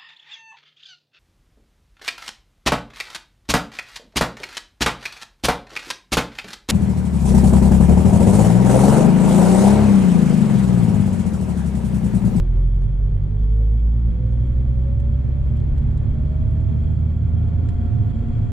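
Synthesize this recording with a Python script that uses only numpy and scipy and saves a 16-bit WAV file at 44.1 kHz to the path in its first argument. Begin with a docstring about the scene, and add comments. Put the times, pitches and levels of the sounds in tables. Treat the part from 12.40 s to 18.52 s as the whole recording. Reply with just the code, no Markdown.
"""Inside a rotary-engined car gathering speed in one gear on a city road, heard from behind the dashboard.
From the start the exhaust drones at the firing rate and a gear whines above it, both rising;
random noise shaped by resonances and spectra gives road rumble, tyre roar, hiss and a vent hum.
From 0.4 s plastic trim ticks now and then, as bursts of decaying noise; from 1.5 to 2.3 s the drone hardens.
Near 5 s the whine's overtone is strongest, then the throttle is eased and the drone fades."""
import sys
import numpy as np
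from scipy import signal
from scipy.fft import rfft, irfft
from scipy.io import wavfile
from scipy.ndimage import uniform_filter1d, minimum_filter1d

SR = 44100
rng = np.random.default_rng(int(sys.argv[2]) if len(sys.argv) > 2 else 0)


def transcribe(u):
    """Save the signal u as a 16-bit wav file named by the first command-line argument.

    u: samples, shape (n,) or (channels, n), limited to [-1, 1]; the rate is SR.
    q: integer samples, one column per channel.
    """
    v = np.clip(np.atleast_2d(u).T, -1, 1)
    q = np.round(v * 32767).astype(np.int16)
    wavfile.write(sys.argv[1], SR, q)


N = 269878
TIME = np.arange(N) / SR
BINS = np.maximum(np.arange(N // 2 + 1) * SR / N, 1)   # Hz


def from_db(db):
    """Decibels to gain."""
    return 10 ** (np.asarray(db) / 20)


def rms_one(x):
    """Scale to unit rms."""
    return x / np.sqrt(np.mean(x ** 2) + 1e-20)


def in_time(rows):
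    """Each column of a curve table at every sample."""
    s, *columns = np.transpose(rows)
    return [np.interp(TIME, s, c) for c in columns]


def at_hz(points, hz):
    """Read a spectrum on a log-frequency axis."""
    known_hz, values = np.transpose(points)
    return np.interp(np.log(hz), np.log(known_hz), values)


def drift(rate_hz):
    """Random wander of unit rms; its spectrum is halved at rate_hz."""
    spectrum = rfft(rng.standard_normal(N)) / (1 + (BINS / rate_hz) ** 2)
    return rms_one(irfft(spectrum, N))


def stereo_noise(gain, likeness):
    """Noise of the given gain per root Hz; likeness is the left-right correlation."""
    mid, side = rfft(rng.standard_normal((2, N))) * gain * np.sqrt(SR) / 2
    alike = np.clip(likeness, -1, 1)
    mid = mid * np.sqrt(1 + alike)
    side = side * np.sqrt(1 - alike)
    return irfft(np.array([mid + side, mid - side]), N)


def resonances(modes):
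    """Random forcing rings each mode; the skirts fall steeply."""
    out = 0
    for hz, width_hz, db, likeness in modes:
        detune = (BINS ** 2 - hz ** 2) / (BINS * width_hz)
        out = out + from_db(db) * rms_one(stereo_noise(1 / (1 + detune ** 2), likeness))
    return out


# left-right likeness of broad noise: f/Hz, correlation
NOISE_LIKENESS = [(130, .85), (400, .75), (750, .45), (1100, .05), (1500, .5), (4000, .55), (6400, .3),
                  (10000, .3)]


def broad_noise(spectrum):
    """Smooth noise that dies away beyond both ends of its spectrum."""
    low_hz, high_hz = spectrum[0][0], spectrum[-1][0]
    ends = np.minimum(np.minimum(BINS / low_hz, high_hz / BINS), 1) ** 4
    gain = from_db(at_hz(spectrum, BINS)) * ends
    return stereo_noise(gain, at_hz(NOISE_LIKENESS, BINS))


def pan(left_db):
    """Gains of the two sides for a left-right difference."""
    return from_db(np.array([[left_db], [-left_db]]) / 2)


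def tone(phase, db, lead_rad=0.0):
    """A stereo sine of the given rms level; the left side leads by an angle."""
    return np.sqrt(2) * from_db(db) * np.sin([phase + lead_rad / 2, phase - lead_rad / 2])


# engine speed before surge: t/s, firing rate f/Hz
FIRING_SPEED = [(0, 40.9), (1.0, 50.8), (2.05, 61.25), (2.55, 64.95), (3.05, 68.3), (4.5, 76.3),
                (4.85, 79.0), (5.45, 82.2), (6.12, 82.8)]
SURGE_HZ, SURGE_SHARE = 2.65, .0018


def engine_speed():
    """Firing rate climbs in one gear while the driveline rocks gently against its mounts."""
    surge = 1 + SURGE_SHARE * np.cos(2 * np.pi * SURGE_HZ * TIME)
    return in_time(FIRING_SPEED)[0] * surge


# exhaust drone, fading as the throttle is eased: t/s, fundamental level/dB, second harmonic level/dB
DRONE_LEVELS = [(0.15, -15.1, -26.8), (0.35, -15.8, -28.5), (0.55, -20, -31.5), (0.88, -17, -26.5),
                (0.98, -20, -27.5), (1.1, -14.6, -30), (1.65, -16.8, -30.5), (1.8, -21, -30.5),
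                (1.9, -18.5, -28), (2.12, -20, -25.3), (2.45, -18.4, -27), (2.85, -20.3, -28.7),
                (3.1, -21.3, -26.7), (3.7, -22.8, -28.3), (4.15, -21.2, -31), (4.85, -18.7, -29.3),
                (5.3, -22.3, -37.5), (5.55, -22.8, -42), (5.8, -27, -41.5), (6.1, -30, -42)]
# cabin response to higher firing harmonics: f/Hz, level/dB
CABIN_RESPONSE = [(122, -27), (148, -32), (162, -39), (172, -32.5), (188, -40), (205, -50), (225, -42),
                  (245, -44), (275, -54), (380, -55), (500, -58)]
# pulses harden briefly under load: t/s, fall per doubling of (harmonic - 2)/dB
PULSE_SOFTNESS = [(0, 4.5), (1.3, 6), (1.55, -.5), (2.3, -1), (2.55, 3), (4.8, 3), (5.3, 7)]
FLUTTER_DB = .4


def exhaust(phase, firing_hz, rough_db=0.7, count=4):
    """Even firings give a near-sine drone; upper harmonics swell on cabin modes and as the pulses harden."""
    first_db, second_db = in_time(DRONE_LEVELS)
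    fall_db, = in_time(PULSE_SOFTNESS)
    out = tone(phase, first_db + FLUTTER_DB * drift(27), lead_rad=0.063)
    out += tone(2 * phase + rng.uniform(0, 2 * np.pi), second_db + FLUTTER_DB * drift(27))
    for step in range(1, count + 1):
        harmonic = 2 + step
        level_db = at_hz(CABIN_RESPONSE, harmonic * firing_hz) - fall_db * np.log2(step)
        start_rad = rng.uniform(0, 2 * np.pi)
        out += tone(harmonic * phase + start_rad, level_db + rough_db * drift(3.7))
    return out * pan(-1.2)


# cabin standing waves crossed by the whine: f/Hz, width/Hz, level/dB, left-right difference/dB
STANDING_WAVES = [(351.8, 14.9, -43.9, -1.3), (368, 9, -53, -2), (388, 11, -55.5, -4.2),
                  (411, 12, -52.5, -5.0), (433, 10, -55.5, -2), (452.5, 14, -46.3, -2.5),
                  (509.5, 11, -47, -4.3), (536.9, 6.2, -53.5, 6.6), (553, 4, -45.5, 0.5),
                  (561, 9, -48.5, 1), (583.0, 5, -51.5, 1), (626.0, 30, -53.3, -5.1),
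                  (702.8, 23.1, -54.7, 1.5)]
WHINE_DIRECT_DB = -67   # straight through the floor


def standing_waves(hz):
    """Complex gain per side of a gliding tone: it swells on each mode; neighbours interfere between."""
    gain = from_db(WHINE_DIRECT_DB)
    for mode_hz, width_hz, db, left_db in STANDING_WAVES:
        gain = gain + from_db(db) * pan(left_db) / (1 + 2j * (hz - mode_hz) / width_hz)
    return gain


WHINE_PER_FIRING = 8.6


def gear_whine(phase, firing_hz, jitter_rad=0.11, waver_db=0.74, lead_rad=.9):
    """Meshing teeth sing at a fixed multiple of engine speed, with an overtone an octave up."""
    mesh = WHINE_PER_FIRING * phase + jitter_rad * drift(8.7)
    mesh_hz = WHINE_PER_FIRING * firing_hz
    sides = mesh + lead_rad * drift(0.79) * np.array([[.5], [-.5]])
    waver = from_db(waver_db * np.array([drift(8.6), drift(7.0)]))
    whine = np.sqrt(2) * np.imag(standing_waves(mesh_hz) * np.exp(1j * sides)) * waver
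    return whine + panel_overtone(mesh, mesh_hz)


CRUISE_HZ = 70


def by_speed(law, firing_hz):
    """Level of a road noise: in one gear, road speed follows the firing rate."""
    cruise_db, doubling_db = law
    return cruise_db + doubling_db * np.log2(firing_hz / CRUISE_HZ)


# rougher and smoother road: mid t/s, length/s (to 1/e), body shake/dB, cabin boom/dB, tyre noise/dB
ROAD_PATCHES = [(0.1, 0.24, 1, 1, 6), (0.653, 0.83, 1, 1.5, 0), (1.0, .2, 3, -2.5, .5),
                (1.32, 0.55, -4.5, -4.5, -1.6), (2.2, 0.5, 1, -1.5, 0), (2.65, 0.25, 1, 1, -1),
                (3.401, 0.99, 5, -0.7, 1), (4.308, 0.097, -1, 4, 2.5), (5.466, 0.22, 4, -4.5, 0),
                (5.6, 0.2, -2, 8, 1), (6.0, 0.13, 4.5, 0, 1.9)]


def rough_patches():
    """Each stretch gives shake, boom and tyre noise a bell-shaped swell or lull, in dB."""
    total_db = 0
    for s, length_s, *levels_db in ROAD_PATCHES:
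        bell = np.exp(-(2 * (TIME - s) / length_s) ** 2)
        total_db = total_db + np.outer(levels_db, bell)
    return total_db


# body on springs and mounts: f/Hz, width/Hz, base level/dB, left-right correlation
BODY_SHAKE = [(21, 14, -36, .93), (36, 14, -34, .97), (52, 13, -29.5, .94), (76, 22, -42, .9)]
# cabin air modes: f/Hz, width/Hz, base level/dB, left-right correlation
CABIN_BOOM = [(107.5, 20, -23.4, 0.82), (131, 24, -35.5, 0.5), (177, 32, -50.5, 0.52)]
# speed laws: level at cruise/dB, gain per doubling of speed/dB
SHAKE_SPEED_LAW = (0, 0.95)
BOOM_SPEED_LAW = (-1.4, 8)


def rumble(firing_hz, shake_db, boom_db):
    """The road shakes the body on its springs and rings the cabin air."""
    shake = from_db(shake_db + by_speed(SHAKE_SPEED_LAW, firing_hz)) * resonances(BODY_SHAKE)
    boom = from_db(boom_db + by_speed(BOOM_SPEED_LAW, firing_hz)) * resonances(CABIN_BOOM)
    return shake * pan(-1.0) + boom * pan(-4.0)


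# air ring inside the tyres: f/Hz, width/Hz, base level/dB, left-right correlation
TYRE_CAVITY = [(221, 9, -39, 0.46), (228.5, 8, -37, 0.3), (246, 18, -45, .2), (274, 42, -43.3, .1)]
# body panels: f/Hz, width/Hz, base level/dB, left-right correlation
BODY_PANELS = [(345, 84, -48.5, 0.99), (465, 44, -57.5, 0.28), (865, 40, -65.5, 0.16),
               (1157, 45, -61.5, -0.6)]
# speed laws: level at cruise/dB, gain per doubling of speed/dB
CAVITY_SPEED_LAW = (-2.3, 14)
PANEL_SPEED_LAW = (-3, 3.5)


def roar(firing_hz, surface_db):
    """The road surface rings the air in the tyres and the body panels."""
    cavity = from_db(surface_db + by_speed(CAVITY_SPEED_LAW, firing_hz)) * resonances(TYRE_CAVITY)
    panels = from_db(surface_db + by_speed(PANEL_SPEED_LAW, firing_hz)) * resonances(BODY_PANELS)
    return (cavity + panels) * pan(0.92)


# broad tyre noise: f/Hz, base level/dB per Hz
TREAD_SPECTRUM = [(130, -53.5), (200, -59.5), (290, -70.5), (420, -71), (600, -76.5), (800, -80),
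                  (1100, -86.5), (1500, -94), (2500, -115)]
# speed law: level at cruise/dB, gain per doubling of speed/dB
TREAD_SPEED_LAW = (-2.5, 5.4)


def tread_noise(firing_hz, surface_db, grain_db=0.7):
    """Rolling tread makes broad, slightly grainy noise."""
    level = from_db(surface_db + by_speed(TREAD_SPEED_LAW, firing_hz))
    return level * broad_noise(TREAD_SPECTRUM) * from_db(grain_db * drift(55)) * pan(-0.55)


# broad air hiss: f/Hz, base level/dB per Hz
AIR_SPECTRUM = [(500, -92), (1000, -89), (1260, -90), (1400, -89), (1530, -91.5), (1850, -91.7),
                (2100, -93.7), (2400, -94), (2700, -98.3), (3600, -103.8), (4000, -103.8), (5200, -111.3),
                (6400, -112.5), (8200, -113.7), (9200, -120.5), (10200, -122), (11500, -134), (15000, -140)]
# speed law: level at cruise/dB, gain per doubling of speed/dB
HISS_SPEED_LAW = (-0.26, 4.6)
# narrow peaks in the hiss: f/Hz, width/Hz, base level/dB, left-right correlation
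SIZZLE_PEAKS = [(2235, 110, -74.5, .8), (2445, 60, -80, .7), (3195, 210, -73, .8), (3285, 105, -71.3, .85),
                (3452, 70, -77, .85), (4385, 160, -81, .8), (7020, 450, -81.3, .1), (7460, 420, -80, .55)]
# gain of those peaks: t/s, level/dB
SIZZLE_LEVEL = [(.15, -.5), (.5, -3.5), (1.1, -2.5), (1.7, -3.5), (2.05, -1.5), (2.5, -2), (3.6, -2),
                (4.2, 0.5), (5.4, 0.2), (6.1, 1.5)]


def air_hiss(phase, firing_hz, surface_db, throb=0.081, flicker_db=2.06, coarse_db=0.6):
    """Broad hiss and flickering narrow peaks throb slightly with the firings."""
    sizzle_db = in_time(SIZZLE_LEVEL)[0] + flicker_db * drift(48)
    sizzle = resonances(SIZZLE_PEAKS) * from_db(sizzle_db)
    level = from_db(surface_db + by_speed(HISS_SPEED_LAW, firing_hz))
    air = level * broad_noise(AIR_SPECTRUM) * from_db(coarse_db * drift(55))
    return (sizzle + air) * (1 + throb * np.sin(phase)) * pan(-.4)


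def road(phase, firing_hz):
    """Rough patches and road speed drive rumble, roar, tread and hiss."""
    shake_db, boom_db, surface_db = rough_patches()
    body = rumble(firing_hz, shake_db, boom_db) + roar(firing_hz, surface_db)
    return body + tread_noise(firing_hz, surface_db) + air_hiss(phase, firing_hz, surface_db)


# air duct: f/Hz, width/Hz, level/dB, left-right correlation
VENT_MODE = [(552, 26, -56.8, .4)]


def vent_hum():
    """Noise in one narrow duct resonance, independent of speed."""
    return resonances(VENT_MODE)


# trim ticks: t/s, crack level/dB, ping level/dB, knock level/dB, crack lowpass f/Hz
TRIM_TICKS = [(0.420, -56, -67, -70, 15000), (0.438, -69, -62, -72, 11000), (1.923, -66, -58, -70, 10000),
              (2.600, -54.5, -66, -68, 15000), (2.986, -72, -62, -72, 10000),
              (3.1715, -59, -56, -56, 10500), (3.200, -61, -68, -64, 10000), (3.379, -51, -64, -55, 14000),
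              (3.5765, -54, -60, -62, 10000), (4.108, -70, -60, -72, 10000), (4.768, -68, -62, -70, 10000),
              (5.288, -48.5, -62, -51.5, 12000), (5.296, -65, -73, -68, 9000), (5.885, -65, -70, -66, 9000)]
# hollow trim modes: f/Hz, width/Hz, relative level/dB, left-right correlation
TRIM_MODES = [(1400, 700, -1, .4), (3100, 600, 0, .4)]
# tick colour, relative: f/Hz, level/dB per Hz
CRACK_SPECTRUM = [(600, 9), (1500, 8), (2500, 6), (3400, 3), (4400, 1), (5500, -3), (7200, 0),
                  (10000, -4.5), (13000, -17), (15000, -34)]
TICK_RISE_S = .0002


def trim_ticks(chatter_db=-1.5, snap_db=1, snap_t60_s=0.0037, crack_t60_s=0.03, tail_db=-13,
               tail_t60_s=0.1, rattle_db=4, ping_hz=8400, ping_t60_s=0.013):
    """Plastic panels slip: a snap, a dry crackle with thin ping and hollow knock, then a faint rattle."""
    crackle = rms_one(broad_noise(CRACK_SPECTRUM)) * from_db(chatter_db * drift(600))   # uneven jerks
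    ping = rms_one(stereo_noise(1 / (1 + ((BINS - ping_hz) / 450) ** 2), 0.46))
    knock = rms_one(resonances(TRIM_MODES))
    settling_db = tail_db + rattle_db * drift(130)
    out = np.zeros((2, N))
    for s, crack_db, ping_db, knock_db, top_hz in TRIM_TICKS:
        start = int(s * SR)
        span = slice(start, min(start + SR // 10, N))
        age = TIME[span] - TIME[start]
        snap = from_db(snap_db - 60 * age / snap_t60_s)
        rattle = from_db(settling_db[span] - 60 * age / tail_t60_s)
        decay = from_db(-60 * age / crack_t60_s) + rattle
        lowpass = signal.butter(4, top_hz, fs=SR, output="sos")
        crack = signal.sosfilt(lowpass, crackle[:, span] * from_db(crack_db) * (snap + decay))
        thin = ping[:, span] * from_db(ping_db - 60 * age / ping_t60_s)
        hollow = knock[:, span] * from_db(knock_db) * decay
        out[:, span] += (1 - np.exp(-age / TICK_RISE_S)) * (crack + thin + hollow)
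    return out


# thin panels set ringing: f/Hz, width/Hz, peak level/dB, left-right correlation
OVERTONE_PANELS = [(1361, 16, -69.5, .7), (1440, 60, -69.5, .6)]
OVERTONE_HZ, OVERTONE_HALF_WIDTH_HZ, OVERTONE_DB = 1390, 90, -71.5


def panel_overtone(mesh, mesh_hz):
    """Panels pick up the whine's ragged second harmonic near the top of the climb."""
    response = 1 / (1 + ((2 * mesh_hz - OVERTONE_HZ) / OVERTONE_HALF_WIDTH_HZ) ** 2)
    ragged = tone(2 * mesh + 2 * drift(9), OVERTONE_DB + 3 * drift(17))
    return response * (ragged + resonances(OVERTONE_PANELS))


def scene():
    """One engine speed drives drone, whine and road noise; the vent hums on regardless."""
    firing_hz = engine_speed()
    phase = 2 * np.pi * np.cumsum(firing_hz) / SR
    drivetrain = exhaust(phase, firing_hz) + gear_whine(phase, firing_hz)
    return drivetrain + road(phase, firing_hz) + vent_hum() + trim_ticks()


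def limiter(x, ceiling_db=-8.5):
    """The gain eases down around crests above the ceiling, both sides alike."""
    needed = np.minimum(1, from_db(ceiling_db) / (np.abs(x).max(axis=0) + 1e-9))
    held = minimum_filter1d(needed, size=SR // 16)
    return x * uniform_filter1d(held, size=SR // 16)


CUTOFF_HZ = 15600


def record(dry):
    """A limiter holds the crests, and the top of the treble is cut."""
    lowpass = signal.cheby2(12, 70, CUTOFF_HZ, fs=SR, output="sos")
    return signal.sosfilt(lowpass, limiter(dry))


dry = scene()
out = record(dry)
transcribe(out)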